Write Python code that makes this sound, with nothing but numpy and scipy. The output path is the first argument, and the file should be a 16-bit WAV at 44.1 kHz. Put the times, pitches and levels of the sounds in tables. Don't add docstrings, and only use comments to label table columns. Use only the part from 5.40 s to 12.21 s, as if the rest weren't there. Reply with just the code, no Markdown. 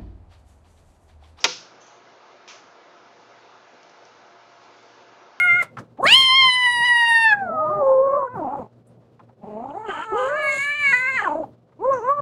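import sys
import numpy as np
from scipy import signal
from scipy.fft import rfft, irfft, next_fast_len
from scipy.io import wavfile

SR = 44100
rng = np.random.default_rng(int(sys.argv[2]) if len(sys.argv) > 2 else 0)


def wav_record(signal):
    frames = np.transpose(np.atleast_2d(signal))
    bounded = np.clip(frames, -1, 1)
    quanta = np.round(bounded * 32767).astype(np.int16)
    wavfile.write(sys.argv[1], SR, quanta)


N = 300321
TIME = np.arange(N) / SR
TOP_HZ = 15700

# (t/s, pitch f/Hz, level/dB, mouth opening 0-1, roughness 0-1)
YOWL = [(0.592, 279, -33.5, 0.14, 0.52), (0.62, 485, -24.5, 0.11, 0.7), (0.642, 546, -19, 0.35, 0.96),
        (0.653, 548.4, -12, 0.5, 0.7), (0.68, 768, -16.5, 0.87, 0.63), (0.736, 1006, -9.5, 0.94, 0.52),
        (0.765, 1062, -12, 1.0, 0.23), (0.83, 1055, -14, 1.0, 0.23), (0.9, 1033, -14, 0.87, 0.04),
        (0.992, 1072, -15, 0.9, 0.054), (1.03, 1053, -12.5, 0.88, 0.043), (1.088, 1028, -15, 0.85, 0.05),
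        (1.115, 997, -19, 0.91, 0.07), (1.17, 1002, -20, 0.81, 0.13), (1.28, 978, -19, 0.78, 0.098),
        (1.42, 948.4, -18.5, 0.74, 0.07), (1.46, 982, -19, 0.83, 0.2), (1.52, 958, -15, 0.71, 0.04),
        (1.6, 949.4, -16.5, 0.74, 0.065), (1.83, 908, -15, 0.72, 0.053), (1.89, 884, -16, 0.7, 0.091),
        (1.93, 828.6, -11.5, 0.646, 0.13), (1.955, 822, -28.5, 0.52, 0.27), (2.03, 774, -26, 0.45, 0.09),
        (2.1, 667.6, -29.5, 0.43, 0.12), (2.18, 625.6, -23.5, 0.38, 0.061), (2.4, 604, -22.5, 0.32, 0.07),
        (2.435, 539.6, -17, 0.24, 0.083), (2.58, 523.2, -14.5, 0.21, 0.057), (2.78, 576.2, -23, 0.31, 0.32),
        (2.845, 538, -25.5, 0.31, 0.25), (2.88, 486, -32, 0.43, 0.29)]
WAIL = [(4.015, 200.6, -54, 0.13, 0.4), (4.04, 202.2, -40.5, 0.14, 0.64), (4.17, 210.8, -31.5, 0.094, 0.25),
        (4.24, 252.6, -35.5, 0.18, 0.7), (4.33, 296.8, -36, 0.18, 0.7), (4.365, 398.4, -29.5, 0.2, 0.45),
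        (4.44, 457, -34.5, 0.33, 0.41), (4.495, 394.4, -30.5, 0.38, 0.61), (4.61, 446, -37, 0.54, 0.5),
        (4.66, 445.3, -35.5, 0.4, 0.19), (4.745, 432, -23.5, 0.37, 0.11), (4.8, 402, -26.5, 0.38, 0.19),
        (4.86, 429, -30, 0.37, 0.56), (4.97, 572.4, -26.5, 0.65, 0.13), (5.11, 548.6, -20, 0.74, 0.09),
        (5.17, 536, -25, 0.73, 0.12), (5.27, 574.7, -23.5, 0.71, 0.12), (5.38, 586, -24.5, 0.76, 0.13),
        (5.46, 564.6, -17.5, 0.75, 0.15), (5.523, 544, -16.5, 0.764, 0.094),
        (5.531, 491, -14.5, 0.67, 0.17), (5.59, 499.3, -21, 0.68, 0.14), (5.7, 532.2, -22.5, 0.68, 0.15),
        (5.765, 515.7, -19, 0.71, 0.051), (5.81, 415, -21.5, 0.57, 0.734), (5.845, 421.4, -24.5, 0.5, 0.82),
        (5.9, 287.5, -23.5, 0.27, 0.37), (6.01, 324.6, -29.5, 0.031, 0.56), (6.042, 257.6, -33, 0.1, 0.64),
        (6.065, 265.7, -46.5, 0.046, 0.8)]
# (f/Hz, level/dB)
RASP = [(1500, -15), (3000, -4), (4200, -0.5), (4800, -10), (5500, -19.5), (6800, 5), (8400, -3.5),
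        (9400, -15), (12000, -25.5), (16000, -47.5)]
# (f/Hz, level/dB)
SIZZLE = [(7000, -22), (8800, 2.5), (10000, 1), (10900, -7.5), (12100, -8), (13200, -16.5), (14700, -13.5),
          (16000, -18.5)]


def undb(db):
    return 10 ** (np.asarray(db) / 20)


def unit(x):
    return x / np.sqrt(np.mean(x ** 2))


def curves(rows, t):
    s, *columns = np.transpose(rows)
    return [np.interp(t, s, c) for c in columns]


def span(rows, fade_s=.008):
    start, end = rows[0][0], rows[-1][0]
    at = np.flatnonzero((TIME > start - fade_s) & (TIME < end + fade_s))
    t = TIME[at]
    gate = np.clip(np.minimum(t - start, end - t) / fade_s + 1, 0, 1)
    return at, t, gate


def colour(points, hz):
    f, db = np.transpose(points)
    return np.interp(np.log(np.maximum(hz, 1)), np.log(f), db)


def noise(points):
    hz = np.arange(N // 2 + 1) * SR / N
    spectrum = rfft(rng.standard_normal(N)) * undb(colour(points, hz))
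    return unit(irfft(spectrum, N))


def flutter(hz, n):
    size = next_fast_len(n + SR)
    f = np.arange(size // 2 + 1) * SR / size
    spectrum = rfft(rng.standard_normal(size)) / (1 + (f / hz) ** 4)
    return unit(irfft(spectrum, size))[:n]


def burst(start, length, attack_s, release_s, depth_db=30):
    before = (start - TIME) / attack_s
    after = (TIME - start - length) / release_s
    return -depth_db * np.maximum(0, np.maximum(before, after))


def background(hum_db=-4, rustle_db=-1):
    # (t/s, level/dB)
    paw_shifts = [(0.13, -41), (0.399, -43), (0.72, -39), (1.06, -44.5), (1.38, -47.5), (1.99, -43),
                  (2.29, -39.5), (3.0, -46.5), (3.199, -47.5), (3.811, -55), (4.1, -48.5), (5.18, -47),
                  (5.52, -45), (5.75, -46.5), (6.051, -47.5), (6.55, -49), (6.8, -46)]
    # (f/Hz, level/dB)
    room_colour = [(30, -23.5), (60, -2), (120, 4), (250, 0.5), (500, 7.5), (800, -6), (1200, -10),
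                   (2000, -20.5), (4000, -24.5), (8000, -35), (15000, -48)]
    # (f/Hz, level/dB)
    hum_tones = [(118.4, -55.5), (236.9, -61.5)]
    rise_db_per_s, fall_db_per_s, still_db = 108, 88, -57.5
    shifts = []
    for s, db in paw_shifts:
        slope_db = np.maximum((s - TIME) * rise_db_per_s, (TIME - s) * fall_db_per_s)
        shifts.append(db - slope_db)
    low_db = np.maximum(np.max(shifts, axis=0), still_db)
    swell = undb(0.75 * (low_db - np.median(low_db)) + 2 * flutter(23.0, N))

    tone = noise(room_colour) * undb(-58.5)
    hum = sum(undb(db + hum_db) * np.sqrt(2) * np.sin(2 * np.pi * hz * TIME) for hz, db in hum_tones)
    uneven_hum = hum * undb(3.8 * flutter(9.2, N))
    rustle = noise([(35, -31.5), (80, -6.5), (135, 5.0), (300, -5.0), (700, -8.5), (2000, -53.5)])
    uneven_rustle = rustle * undb(low_db + rustle_db + 5.1 * flutter(13, N))
    return swell * (tone + uneven_hum) + uneven_rustle


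def knocks(rise_s=.003):
    # (t/s, level/dB, centre f/Hz, filter width/Hz, t60/s)
    contacts = [(0.221, -27.5, 860, 1310, 0.12), (0.223, -33.5, 8400, 5970, 0.062),
                (0.368, -28, 1190, 630, 0.098), (0.382, -33.5, 1310, 910, 0.079),
                (0.386, -47, 5060, 5040, 0.086), (0.398, -38, 228, 203, 0.15),
                (0.572, -41, 690, 700, 0.068), (0.644, -16, 330, 303, 0.066),
                (.808, -32, 8000, 5000, 0.033), (0.81, -41, 248.5, 408, 0.1178),
                (3.467, -62.5, 9070, 2467, 0.13), (3.495, -54.5, 231.4, 200, 0.12),
                (3.602, -53, 231.4, 200, 0.092), (3.627, -56, 403, 407, 0.23),
                (3.688, -51.5, 345, 295, 0.081), (3.792, -42, 986, 578, 0.081),
                (3.889, -45, 826, 452, 0.066), (4.301, -48, 2800, 600, 0.05), (6.11, -66, 707, 678, .1),
                (6.29, -57, 600, 622, 0.081), (6.32, -55, 985, 884, 0.077), (6.528, -51, 6190, 903, 0.48)]
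    out = np.zeros(N)
    t = TIME[:SR // 2]
    for s, db, hz, width, t60 in contacts:
        b, a = signal.iirpeak(hz, hz / width, fs=SR)
        body = signal.tf2sos(b, a).repeat(2, axis=0)
        scuff = rng.standard_normal(len(t))
        contact = (1 - np.exp(-t / rise_s)) * np.exp(-np.log(1000) * t / t60)
        steady_level = np.std(signal.sosfilt(body, scuff))
        hit = undb(db) * signal.sosfilt(body, scuff * contact) / steady_level
        i = int(s * SR)
        out[i:i + len(t)] += hit[:N - i]
    return out


def air(bursts, spectrum, attack_s, release_s, grain=0.23):
    gains = [undb(db + burst(start, length, attack_s, release_s)) for start, length, db in bursts]
    return np.max(gains, axis=0) * noise(spectrum) * (1 + grain * flutter(120, N))


def spit():
    # (t/s, length/s, level/dB)
    spit_bursts = [(0.68, 0.18, -48), (4.49, .14, -44), (4.775, 0.098, -42.5), (5.755, 0.1, -46.5)]
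    # (f/Hz, level/dB)
    teeth_colour = [(300, -17), (1000, 3), (1700, -10.5), (2300, -5), (3100, 10), (3700, -23.5),
                    (5000, -29.5), (9000, -35), (15000, -61.5)]
    return air(spit_bursts, teeth_colour, attack_s=0.056, release_s=.09)


def throat_rasp():
    # (t/s, length/s, level/dB)
    rasp_bursts = [(4.49, 0.16, -58.5), (4.78, .1, -51.5), (5.12, 0.099, -41.5), (5.5, 0.089, -50)]
    return air(rasp_bursts, RASP, attack_s=0.058, release_s=0.15, grain=0.22)


def jaw_hiss():
    # (t/s, length/s, level/dB)
    hiss_bursts = [(0.0, 0.044, -50), (0.645, 0.072, -43.5), (0.745, 0.065, -35.5), (5.03, 0.26, -53.5),
                   (5.4, .19, -56.5)]
    return air(hiss_bursts, SIZZLE, attack_s=.03, release_s=0.14)


def whistle(waver=.0012, wander_db=3.5, hiss_db=-17):
    # (distance in multiples of the voice pitch, level/dB relative to the whistle)
    side_tones = [(-2, -20), (-1, -9), (0, 0), (1, -8.5), (2, -26)]
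    pitch = curves(YOWL, TIME)[0]
    hz = (7834 + 1.7 * pitch) * (1 + waver * flutter(90, N))
    db = -41.5 + burst(.8, 1.05, attack_s=.03, release_s=0.054) + wander_db * flutter(15, N)
    tones = np.zeros(N)
    for k, side_db in side_tones:
        phase = 2 * np.pi * np.cumsum(hz + round(k) * pitch) / SR
        tones += undb(side_db) * np.sin(phase)
    return undb(db) * (tones + undb(hiss_db) * noise(SIZZLE))


def strained_overtones(gain_db=-27, air_db=-9, wide_open=0.72, shut_db=-80):
    # (f/Hz, level/dB)
    throat_colour = [(3300, -17), (3950, 13), (4500, 10.5), (4900, -29.5), (5400, -31), (7000, -42.5)]
    at, t, gate = span(WAIL)
    n = len(t)
    pitch, level_db, opening, _ = curves(WAIL, t)
    phase = 2 * np.pi * np.cumsum(pitch * (1 + 0.00906 * flutter(42.3, n))) / SR
    ring = np.zeros(n)
    for k in range(6, 15):
        ring += undb(colour(throat_colour, k * pitch)) * np.sin(k * phase + 0.75 * flutter(100, n))
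    db = level_db + gain_db + shut_db * np.maximum(wide_open - opening, 0)
    out = np.zeros(N)
    out[at] = gate * undb(db) * (unit(ring) + undb(air_db) * noise(throat_colour)[at])
    return out


def mouth(pitch, opening, peak_db, fall_shut_db, fall_open_db, nasal_db, thin_db, count=5):
    shut_hz, range_octaves, width_octaves = 600, 2.482, 0.27
    lips_shut, lips_clear = 0.49, .7
    k = np.arange(1, count + 1)[:, None]
    octaves = np.log2(k * pitch / shut_hz) - range_octaves * opening
    db = peak_db / (1 + (octaves / width_octaves) ** 2)
    db += nasal_db * (1 - opening) * (k == 1)
    db -= np.interp(opening, (lips_shut, lips_clear), (fall_shut_db, fall_open_db)) * np.maximum(octaves, 0)
    db += thin_db * opening * np.minimum(octaves, 0)
    return db - 10 * np.log10(np.sum(undb(db) ** 2, axis=0))


def voice(rows, gain_db, peak_db, fall_shut_db, fall_open_db, nasal_db, thin_db,
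          bright_db, overtone_db, edge_db, rasp_db, air_db,
          open_db=35, rough_db=30, wander_db=2.0, waver=0.0075, count=26):
    # (f/Hz, level/dB)
    overtone_colour = [(1000, 11.5), (1600, 2), (2800, -2), (3300, -28.5), (4000, -24.5), (4600, -27.5),
                       (5500, -44.5), (7000, -73.5), (11000, -100)]
    at, t, gate = span(rows)
    n = len(t)
    pitch, level_db, opening, rough = curves(rows, t)
    rough = np.clip(rough, 0, 1)
    mouth_db = mouth(pitch, opening, peak_db, fall_shut_db, fall_open_db, nasal_db, thin_db)
    harmonic_db = level_db + gain_db + mouth_db
    treble_db = level_db + bright_db + open_db * opening + rough_db * rough

    slack = rough * np.minimum(1, 330 / pitch)
    jitter = .055 * slack * flutter(45, n) + .03 * rough * flutter(170, n)
    phase = 2 * np.pi * np.cumsum(pitch * (1 + jitter + waver * flutter(38, n))) / SR
    strength = 1 + 0.21 * slack * flutter(140, n)

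    lead = len(harmonic_db)
    head_db = harmonic_db[-1] + overtone_db - colour(overtone_colour, lead * pitch)
    closure_db = treble_db + edge_db + 10 * np.log10(pitch / 1000)
    tone = np.zeros(n)
    for k in range(1, count + 1):
        hz, shake, blur = k * pitch, flutter(70, n), 0
        if k <= lead:
            size = undb(harmonic_db[k - 1] + wander_db * flutter(16, n)) * (1 + 0.94 * slack * shake)
        else:
            blur = 8 * rough * shake
            overtone = undb(head_db + colour(overtone_colour, hz))
            edge = undb(closure_db + colour(RASP, hz))
            size = (overtone + edge) * undb(2 * shake)
        tone += size * (hz < TOP_HZ) * np.sin(k * phase + blur + rng.uniform(0, 2 * np.pi))

    turbulence = (undb(air_db) + 0.32 * rough) * flutter(450, n)
    puffs = strength * (1 + 0.75 * np.cos(phase))
    rasp = undb(treble_db + rasp_db) * noise(RASP)[at] * puffs
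    out = np.zeros(N)
    out[at] = gate * (tone * (strength + turbulence) + rasp)
    return out


def second_voice():
    # (t/s, pitch f/Hz, level/dB, mouth opening 0-1, roughness 0-1)
    moan_rows = [(2.02, 229.7, -36, 0.033, 0.43), (2.1, 218.8, -30.5, 0.05, 0.49),
                 (2.26, 311.3, -31, 0.27, 0.28), (2.32, 379.2, -31, 0.3, 0.37), (2.5, 431, -27, 0.2, 0.98),
                 (2.64, 469, -34.5, 0.12, 0.21), (2.7, 548.4, -20, 0.21, 0.13),
                 (2.85, 487, -31, 0.32, 0.12), (2.95, 505, -34.5, 0.4, 0.15),
                 (2.98, 374.7, -26.5, 0.24, 0.53), (3.08, 252, -26, 0.2, 0.55),
                 (3.17, 276, -31.5, 0.24, 0.8), (3.22, 234.3, -33.5, 0.2, 0.98),
                 (3.27, 216, -46.5, 0.18, 0.78)]
    snarl_rows = [(4.487, 407.5, -28.5, 0.13, 0.6), (4.535, 325.0, -36.5, 0.34, 1),
                  (4.58, 299.5, -32.5, 0.17, 0.58), (4.645, 328.5, -36.5, 0.4, 0.76)]
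    wail_rows = [(4.71, 368, -44.1, 0.22, 1), (4.735, 407, -30.5, 0.3, 0.5), (4.79, 505, -28, 0.46, 0.1),
                 (4.85, 517.7, -25, 0.47, 0.17), (4.98, 627.6, -29.5, 0.47, 0.46),
                 (5.11, 585.0, -29, 0.42, 0.32), (5.18, 561, -39, 0.56, 1)]
    moan = voice(moan_rows, gain_db=1.0, peak_db=10.5, fall_shut_db=29, fall_open_db=47, nasal_db=3.3, thin_db=10.2,
                 bright_db=-72, overtone_db=-12.0, edge_db=-14.5, rasp_db=-6, air_db=-26.0)
    snarl = voice(snarl_rows, gain_db=4, peak_db=14.5, fall_shut_db=-1.5, fall_open_db=6, nasal_db=9, thin_db=9.0,
                  bright_db=-76, overtone_db=-6.5, edge_db=-15.5, rasp_db=8, air_db=-30.0)
    wail = voice(wail_rows, gain_db=6.5, peak_db=12, fall_shut_db=29, fall_open_db=12, nasal_db=18, thin_db=-5.0,
                 bright_db=-76, overtone_db=-9.5, edge_db=-11.0, rasp_db=1, air_db=-47.0)
    return moan + snarl + wail


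def guarding_kitten():
    # (t/s, pitch f/Hz, level/dB, mouth opening 0-1, roughness 0-1)
    mew_rows = [(0.0, 716, -17.5, 0.67, 0.1), (0.06, 718.5, -13, 0.67, 0.02),
                (0.134, 694.4, -12, 0.67, 0.06), (0.18, 723, -16, 0.64, 0.06),
                (0.218, 694, -16, 0.67, 0.25), (0.235, 660, -36, 0.38, 0.4)]
    whine_rows = [(6.398, 315, -38.5, 0.18, 0.3), (6.412, 386, -35.5, 0.26, 0.3),
                  (6.45, 499, -20, 0.27, 0.24), (6.5, 551, -18.5, 0.27, 0.17),
                  (6.53, 546, -19.5, 0.41, 0.34), (6.614, 425.7, -33.5, 0.34, 0.31),
                  (6.7, 556, -16.5, 0.41, 0.19), (6.758, 591, -30, 0.37, 0.12),
                  (6.8, 559, -21.5, 0.36, 0.15)]
    mew = voice(mew_rows, gain_db=2, peak_db=22.5, fall_shut_db=45.5, fall_open_db=29, nasal_db=-33, thin_db=2.5,
                bright_db=-66, overtone_db=-18.5, edge_db=-12.5, rasp_db=-6, air_db=-46.5, waver=0.0057)
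    yowl = voice(YOWL, gain_db=4, peak_db=12, fall_shut_db=48, fall_open_db=16, nasal_db=2.5, thin_db=2.2,
                 bright_db=-67.5, overtone_db=5.5, edge_db=-8.5, rasp_db=-9, air_db=-40.5, waver=0.0051)
    wail = voice(WAIL, gain_db=2.5, peak_db=7.5, fall_shut_db=24.5, fall_open_db=27.5, nasal_db=3, thin_db=15.5,
                 bright_db=-46.5, open_db=21, rough_db=5.5, overtone_db=-10, edge_db=-5, rasp_db=-6.0, air_db=-41)
    whine = voice(whine_rows, gain_db=4, peak_db=19.5, fall_shut_db=23.5, fall_open_db=20, nasal_db=25, thin_db=8.3,
                  bright_db=-57.5, overtone_db=0, edge_db=-13, rasp_db=-13.5, air_db=-53)
    return mew + yowl + wail + whine


def room(x, t60_s=.22, wet_db=-18, dull_hz=5000, gap_s=0.00073):
    t = TIME[:SR // 2]
    tail = rng.standard_normal(len(t)) * np.exp(-np.log(1000) * t / t60_s) * (t > gap_s)
    b, a = signal.butter(1, dull_hz, fs=SR)
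    tail = signal.lfilter(b, a, tail / np.linalg.norm(tail))
    return x + undb(wet_db) * signal.fftconvolve(x, tail)[:N]


def scene():
    breath = spit() + throat_rasp() + jaw_hiss()
    kittens = guarding_kitten() + second_voice() + whistle() + strained_overtones() + breath
    return (room(kittens + knocks()) + background())[None]


def record(dry):
    rounded = dry / (1 + (dry / .68) ** 8) ** (1 / 8)
    low_pass = signal.ellip(10, .2, 80, TOP_HZ, fs=SR, output="sos")
    return signal.sosfilt(low_pass, rounded)


dry = scene()
out = record(dry)
wav_record(out)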